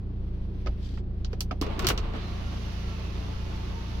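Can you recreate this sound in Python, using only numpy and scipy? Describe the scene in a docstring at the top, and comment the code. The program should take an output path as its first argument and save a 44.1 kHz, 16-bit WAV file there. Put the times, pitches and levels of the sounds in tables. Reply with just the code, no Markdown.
"""Inside a parked car, the idling engine makes the cabin boom. A sleeve rustles upward, brightening as the hand
rises, and from 0.66 s fingers tap the roof console, then click its switch. At 1.6 s the sunroof motor starts
with a clunk, and the panel snaps out of its latch. The seal lets go with a swish as the opening roof vents the
lowest boom. The panel slides back to the end, its gears whining over the hiss of the guide rails."""
import sys
import numpy as np
from scipy import signal
from scipy.fft import rfft, irfft
from scipy.io import wavfile
from scipy.ndimage import map_coordinates

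SR = 44100
rng = np.random.default_rng(int(sys.argv[2]) if len(sys.argv) > 2 else 0)


def to_wav(sig):
    """Store sig (one row per channel, or 1-D mono) as 16-bit WAV at the path in sys.argv[1].

    Samples outside -1..1 are clipped; the rate is SR.
    """
    pcm = np.clip(np.atleast_2d(sig), -1, 1) * 32767
    pcm = np.round(pcm).astype(np.int16)
    wavfile.write(sys.argv[1], SR, pcm.T)  # frames by channels


N = 176400
T = np.arange(N) / SR
FREQS = np.maximum(np.fft.rfftfreq(2 * N, 1 / SR), 1)
TOP_HZ = 16100


# Pitch of the gears. Each row: time in seconds, tooth mesh rate in Hz.
MESH_RATE = [(1.61, 380), (1.7, 445), (1.95, 438), (2.3, 464), (2.55, 461), (2.75, 454), (3.0, 450),
             (3.27, 436), (3.45, 438), (3.62, 447), (3.8, 458), (4.0, 452)]
# Panning of the roof. Each row: frequency in Hz, left minus right in dB.
ROOF_PAN = [(200, 5), (700, -1), (1300, -2), (2400, -4), (4400, -10), (8000, 1.5), (15000, -11.5)]
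def sunroof(speed_waver=0.00094):
    """The motor turns its gears, pulling the panel off its seal and along the rails."""
    mesh_cycles = np.cumsum(curve(MESH_RATE) * (1 + speed_waver * walk(14))) / SR
    rasp = shaft_rasp(mesh_cycles)
    noise = drive_noise(rasp) + rail_hiss(rasp) + seal_swish()
    roof = gear_whine(mesh_cycles) + shoe_rubs() + rail_ring() + reflected(noise)
    left_gain = np.sqrt(shape(ROOF_PAN))
    return filtered(roof, np.array([left_gain, 1 / left_gain]))


# Whine envelopes. Each row: time in seconds, then the levels of mesh harmonics 1, 2 and 3 in dB.
WHINE_LEVELS = [(1.61, -50, -47, -70), (2.3, -63, -77, -66), (2.85, -53, -59.5, -60), (3.3, -51, -58, -58),
                (3.55, -51.5, -53.5, -67), (3.8, -56.5, -53, -74), (4.0, -56, -56.5, -55)]
def gear_whine(mesh_cycles, flutter_per_s=50, flutter_cycles=.035, flutter_db=2.5, waver_db=4.5):
    """Harmonics of the mesh rate flutter with the uneven bite of the teeth."""
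    out, rows = 0, np.array(WHINE_LEVELS)
    bite = mesh_cycles + flutter_cycles * walk(flutter_per_s)
    for k in range(1, rows.shape[1]):
        offset = rng.uniform(0, 1) + np.array([[0], [.25]])  # sides a quarter cycle apart
        level_db = curve(rows[:, [0, k]]) + waver_db * walk(13) + flutter_db * walk(flutter_per_s)
        out = out + np.sqrt(2) * undb(level_db) * np.sin(2 * np.pi * (k * bite + offset))
    return out * (T > LATCH_HITS[0][0])  # silent until the first clunk


def shaft_rasp(mesh_cycles, teeth=8):
    """A rough pattern repeats with every turn of the shaft."""
    roughness = rng.standard_normal((2, 700))
    position = mesh_cycles / teeth % 1 * roughness.shape[1]
    return spread(*[map_coordinates(row, [position], mode="grid-wrap") for row in roughness])


# Colour of the drive. Each row: frequency in Hz, relative level in dB.
DRIVE_EQ = [(100, 3), (200, -1.5), (330, 0.5), (450, -10.5), (560, -2.5), (800, -6), (1150, -5),
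            (1600, -14), (3000, -15.5), (4500, -23), (7000, -40), (9000, -41), (15000, -51.5)]
# Its envelope under load. Each row: time in seconds, level in dB.
DRIVE_LEVEL = [(1.6, -71), (1.625, -33.5), (1.72, -38), (1.8, -36.5), (1.85, -28), (1.92, -40),
               (1.97, -39.5), (2.1, -39.5), (2.16, -38), (2.22, -41), (2.8, -45), (3.35, -45), (4.0, -44.5)]
def drive_noise(rasp, rasp_db=-3.5):
    """The drive buzzes, loudest as it strains against the latch."""
    return coloured(air() + undb(rasp_db) * rasp, DRIVE_EQ) * undb(curve(DRIVE_LEVEL) + 1.75 * walk(45))


# Colour of the rails. Each row: frequency in Hz, relative level in dB.
RAIL_EQ = [(500, -3.5), (1500, -0.5), (2800, 3), (4500, -1), (6000, -2), (7200, -13), (8400, -22),
           (9300, -19), (10500, -14.5), (15500, -27)]
# Envelope of the slide. Each row: time in seconds, level in dB.
SLIDE_LEVEL = [(1.6, -90), (2.05, -68), (2.25, -51), (2.65, -47), (3.1, -49), (4.0, -49)]
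def rail_hiss(rasp, rasp_db=-19):
    """The sliding panel hisses on its rails, with a trace of shaft rasp."""
    return coloured(air() + undb(rasp_db) * rasp, RAIL_EQ) * undb(curve(SLIDE_LEVEL) + 0.53 * walk(60))


def rail_ring(count=18, low_hz=1601, high_hz=4666, width_hz=60, swell_db=7, against_hiss_db=-9):
    """Narrow resonances of the rails swell and fade as the shoes travel along them."""
    out = 0
    for hz in np.geomspace(low_hz, high_hz, count) * (1 + .02 * rng.standard_normal(count)):
        grain = np.array([walk(width_hz) + 1j * walk(width_hz) for side in range(2)])
        tone = (grain * np.exp(2j * np.pi * hz * T)).real
        out = out + tone * undb(swell_db * np.tanh(walk(11))) / hz
    return unit(out) * undb(curve(SLIDE_LEVEL) + against_hiss_db)


# Faint squeaks. Each row: centre in seconds, half-length in seconds, pitch in Hz, level in dB.
SHOE_RUBS = [(2.27, 0.1, 4130, -54.5), (2.496, .07, 2890, -60), (2.955, 0.031, 2640, -56),
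             (3.065, 0.075, 2640, -54.5)]
def shoe_rubs(width_hz=59):
    """The guide shoes sing briefly on the rails in narrow bands of noise."""
    out = 0
    for centre_s, half_s, hz, db in SHOE_RUBS:
        tone = unit(filtered(air(), 1 / (1 + ((FREQS - hz) / width_hz) ** 2)))
        out = out + tone * undb(db) * np.exp(-((T - centre_s) / half_s) ** 2)
    return out


# Colour of the seal. Each row: frequency in Hz, relative level in dB.
SEAL_EQ = [(1000, -11), (2500, -5), (3900, -9), (5200, -16), (9000, -42)]
def seal_swish(centre_s=2.21, half_s=0.05, level_db=-45.5):
    """The seal swishes as it lets go of the glass."""
    return coloured(air(), SEAL_EQ) * undb(level_db) * np.exp(-((T - centre_s) / half_s) ** 2)


# Clunks. Each row: start in seconds, body, mid, treble and top levels in dB, left minus right in dB.
LATCH_HITS = [(1.6135, -35, -44, -36, -45.5, -7.5), (1.624, -50, -42, -52, -65, -1),
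              (1.665, -32, -41.5, -49.5, -70, 0), (1.793, -36, -31.5, -35.5, -46.5, -4),
              (1.823, -55, -51, -49, -55, -2), (1.846, -51, -38, -39, -62, 7),
              (1.869, -50, -31, -23, -31, -2), (1.887, -32, -27.5, -26, -29.5, -2),
              (1.9015, -25.5, -22.5, -33.5, -49, -1.5), (1.977, -36.5, -37, -35, -56, -3),
              (2.136, -40, -41.5, -58, -77, 2), (2.164, -47, -48, -57, -75, 3)]
# Ring of the latch. Each row: frequency in Hz, width in Hz, boost in dB.
LATCH_RING = [(276, 280, 4.9), (437, 52, 14.6), (1107, 54, 14), (1306, 100, 11.6), (1460, 71, 7.2),
              (2980, 970, 12.6), (4200, 1300, 12.7), (5500, 1300, 10.5), (8550, 69, 3.2)]
def latch_clunks():
    """The drive engages, the latch snaps and the released panel knocks."""
    return knocks(LATCH_HITS, LATCH_RING, snap_db=-2, tail_stretch=1.22)


# Taps. Each row: start in seconds, body, mid, treble and top levels in dB, left minus right in dB.
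SWITCH_HITS = [(.661, -38, -44, -49.5, -76, -2.5), (.6665, -37, -48, -59, -82, -7),
               (.671, -45, -39, -47.5, -72, -2.5), (.975, -50, -49, -67, -89, -6),
               (1.247, -51, -50.5, -42, -75, -6.5), (1.330, -40.5, -43.5, -50, -66, -4.5),
               (1.4065, -47, -41, -31.5, -33, -3.5), (1.511, -32.5, -36, -45.5, -64, -6.5)]
# Ring of the console. Each row: frequency in Hz, width in Hz, boost in dB.
CONSOLE_RING = [(467, 42, 1), (767, 30, 9), (1250, 390, 15.5), (3150, 1400, 19.5), (4150, 520, 14),
                (4780, 1000, 22.5), (5920, 610, 17.5), (7260, 270, -2)]
def switch_clicks():
    """Finger taps and switch clicks ring through the roof console."""
    return knocks(SWITCH_HITS, CONSOLE_RING, snap_db=-5.5, tail_stretch=1.0)


# Voicing of a knock. Each list runs body, mid, treble, top. In turn: band centre in Hz, tail decay in
# seconds before stretching, crack against the tail in dB, click against the tail in dB before snap_db.
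BAND_HZ = [350, 1250, 4500, 12000]
BAND_T60_S = [0.12, 0.067, 0.077, 0.08]
BAND_CRACK_DB = [-31, -8.5, -0.5, -2]
BAND_CLICK_DB = [4.8, 12, 22, 28]
def knocks(hits, modes, snap_db, tail_stretch, crack_s=0.0015, left_lag_s=.00015):
    """Each blow is a click, a brief crack and a short cabin tail, rung through the struck part."""
    ring = 1 + sum((undb(db) - 1) / (1 + (2 * (FREQS - hz) / width) ** 2) for hz, width, db in modes)
    edges = np.sqrt(np.array(BAND_HZ[:-1]) * BAND_HZ[1:])
    age, out = T[:SR // 4], 0
    for k, (low, high) in enumerate(zip([190, *edges], [*edges, TOP_HZ])):
        power, clicks = np.zeros((2, 2, N))
        tail = np.exp(-np.log(1000) * age / (tail_stretch * BAND_T60_S[k]))
        crack = undb(BAND_CRACK_DB[k]) * np.exp(-age / crack_s)
        for start, *band_db, pan_db in hits:
            i = int(start * SR)
            size = undb(band_db[k] + np.array([pan_db, -pan_db]) / 2)
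            power[:, i:i + len(age)] += np.outer(size, tail + crack) ** 2
            clicks[[0, 1], [i + int(left_lag_s * SR), i]] += size * undb(BAND_CLICK_DB[k] + snap_db)
        band = ring / np.sqrt((1 + (low / FREQS) ** 10) * (1 + (FREQS / high) ** 10))
        out = out + filtered(clicks + air() * np.sqrt(power), causal(unit(band)))
    return out


# Pitched knocks. Each row: start in seconds, pitch in Hz, peak level in dB, attack in seconds.
THUMP_HITS = [(0.664, 53.7, -26, 0.024), (.667, 1263, -36, 0.0045), (1.332, 460, -30, 0.0033),
              (1.5093, 1292, -26, 0.0023), (1.513, 719, -37, .006), (1.516, 277, -32.5, 0.0068),
              (1.6145, 290, -18.3, 0.0033), (1.6233, 1110, -24.5, 0.0016), (1.631, 140, -42, 0.025),
              (1.783, 346, -27.5, 0.0033), (1.833, 373, -27.5, 0.013), (1.865, 130.4, -29, 0.019),
              (1.882, 42.6, -30, 0.045), (1.886, 5720, -27.5, 0.0042), (2.001, 35.8, -30, 0.058),
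              (2.136, 630, -39, 0.0029), (2.14, 241, -36, 0.012)]
def thumps():
    """Roof lining, console, latch and spring each swing at their own pitch when pushed, then die away."""
    out = 0
    for start, hz, db, attack_s in THUMP_HITS:
        age = np.maximum(T - start, 0)
        envelope = age / attack_s * np.exp(1 - age / attack_s)
        out = out + undb(db) * envelope * np.sin(2 * np.pi * hz * age)
    return out


# Colour of the brighter rustle. Each row: frequency in Hz, relative level in dB.
GRAIN_EQ = [(900, -19), (2400, -14), (3250, 5.5), (3900, 1.5), (4800, 4), (5600, -3.5), (7000, -10.5),
            (8200, -12), (9200, -34), (10500, -23), (15000, -24)]
def sleeve_grain(start_s=0.81, end_s=1, fade_s=0.014, level_db=-54.5):
    """The sleeve rustles brighter as the hand rises, catching and slipping on its grain."""
    touch = (np.tanh((T - start_s) / fade_s) - np.tanh((T - end_s) / fade_s)) / 2
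    scratch = air() * undb(3.5 * walk(200))
    return coloured(reflected(scratch), GRAIN_EQ) * touch * undb(level_db + walk(59))


# Colour of the cloth. Each row: frequency in Hz, relative level in dB.
SLEEVE_EQ = [(600, -5), (1500, -0.5), (2400, 1), (3300, 0.5), (4800, -4.5), (6200, -10.5), (7200, -28.5),
             (9200, -18.5), (10200, -14), (11500, -20), (15000, -28)]
# Its envelope. Each row: time in seconds, level in dB.
SLEEVE_LEVEL = [(0, -71.5), (.25, -67), (.35, -64.5), (.62, -59.5), (.75, -60.5), (.95, -54.5), (1.02, -94),
                (1.2, -64), (1.6, -66)]
def sleeve_rustle():
    """Cloth rustles as the arm reaches up."""
    return coloured(reflected(air()), SLEEVE_EQ) * undb(curve(SLEEVE_LEVEL) + 2.3 * walk(42))


# Cabin boom. Each row: multiple of the firing rate, relative level in dB.
BOOM_HARMONICS = [(1, -1.5), (2, 1), (3, -1.36), (4, -7), (6, -9), (7, -11), (10, -22.5), (11, -27.5),
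                  (13, -22.5)]
# Bed of engine and fan noise. Each row: frequency in Hz, relative level in dB.
CABIN_EQ = [(20, 5.5), (45, 7), (100, 0), (200, -6.5), (380, -7), (550, -18), (1000, -26.5), (2000, -37),
            (4500, -42), (6500, -58.5), (9000, -75), (16000, -59)]
def engine_idle(firing_hz=28.85, resonance_hz=102, width_hz=8, boom_db=-32, rush_db=-39.5, vent_db=-10):
    """Even firings make the cabin boom and its noise throb; the lowest tone leaks out of the open roof."""
    firings = np.cumsum(firing_hz * (1 + 0.0005 * walk(2.3))) / SR - firing_hz * .0003
    opened = curve([(1.95, 0), (2.45, 1)])
    right_lag = 2 * np.pi * firing_hz * np.array([[0], [0.00052]])
    boom = 0
    for k, db in BOOM_HARMONICS:
        hz = k * firing_hz
        # harmonics above the cabin's resonance swing the other way
        lag = np.arctan2(width_hz * hz, resonance_hz ** 2 - hz ** 2) + right_lag
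        level_db = db + vent_db * opened * (k == 1) + 0.6 * walk(7.4)
        boom = boom - undb(level_db) * np.cos(2 * np.pi * k * firings - lag)
    rush = coloured(air(), CABIN_EQ) * (1 + 0.12 * np.cos(2 * np.pi * firings))
    pan_db = np.array([[-.25], [.25]])
    return undb(boom_db + pan_db) * unit(boom) + undb(rush_db) * rush


def reflected(x, echo_db=-15.5, span_s=.014):
    """Early echoes from glass and trim ripple the spectrum, differently on each side."""
    taps = [pulses(rng.uniform(0.00087, span_s, size=24), rng.standard_normal(24)) for side in range(2)]
    taps = np.array([tap / np.linalg.norm(tap) for tap in taps])
    return x + undb(echo_db) * filtered(x, rfft(taps, 2 * N))


def air():
    """Diffuse white noise in the cabin."""
    return spread(*rng.standard_normal((2, N)))


def spread(mid, side, corner_hz=450, width=0.97, bass_share=0.3):
    """Two channels, alike in the bass and diffuse in the treble."""
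    side_gain = width * (FREQS ** 2 + bass_share * corner_hz ** 2) / (FREQS ** 2 + corner_hz ** 2)
    side = filtered(side, side_gain)
    return np.array([mid + side, mid - side])


def undb(db):
    """Decibels to gain."""
    return 10 ** (np.asarray(db) / 20)


def unit(x):
    """Scale to rms 1."""
    return x / np.sqrt(np.mean(x ** 2))


def curve(points):
    """Straight lines through (s, value) points."""
    return np.interp(T, *np.array(points, float).T)


def shape(points):
    """Gain at every frequency from (Hz, dB) points."""
    hz, db = np.array(points, float).T
    return undb(np.interp(np.log(FREQS), np.log(hz), db))


def causal(gain):
    """The causal filter that has this gain."""
    cepstrum = irfft(np.log(gain + 1e-6))
    cepstrum[1:N] *= 2
    cepstrum[N + 1:] = 0
    return np.exp(rfft(cepstrum))


def filtered(x, response):
    """Pass a sound through a frequency response."""
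    return irfft(rfft(x, 2 * N) * response)[..., :N]


def coloured(x, eq):
    """Equalise a sound and scale it to rms 1."""
    return unit(filtered(x, shape(eq)))


def walk(steps_per_s):
    """Smooth random drift, spread near 1."""
    knots = rng.standard_normal(1024)
    return np.interp(T * steps_per_s, np.arange(len(knots)), knots)


def pulses(times, sizes):
    """Single impulses, each shared between two samples."""
    at = np.clip(times * SR, 0, N)
    i = at.astype(int)
    before = np.bincount(i, sizes * (1 - at + i), N + 2)
    after = np.bincount(i + 1, sizes * (at - i), N + 2)
    return (before + after)[:N]


def scene():
    """Everything heard from the front seat."""
    blows = switch_clicks() + latch_clunks() + thumps()
    return blows + engine_idle() + sleeve_rustle() + sleeve_grain() + sunroof()


# Colour of the microphone. Each row: frequency in Hz, gain in dB.
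MIC_EQ = [(20, 1), (8400, -3.5), (9000, -14), (9600, -6), (10500, -3), (16000, -3.5)]
def record(dry):
    """The microphone has a notch in the treble; the top is cut."""
    high_cut = signal.ellip(8, .2, 70, TOP_HZ, fs=SR, output="sos")
    return signal.sosfilt(high_cut, filtered(dry, causal(shape(MIC_EQ))))


dry = scene()
out = record(dry)
to_wav(out)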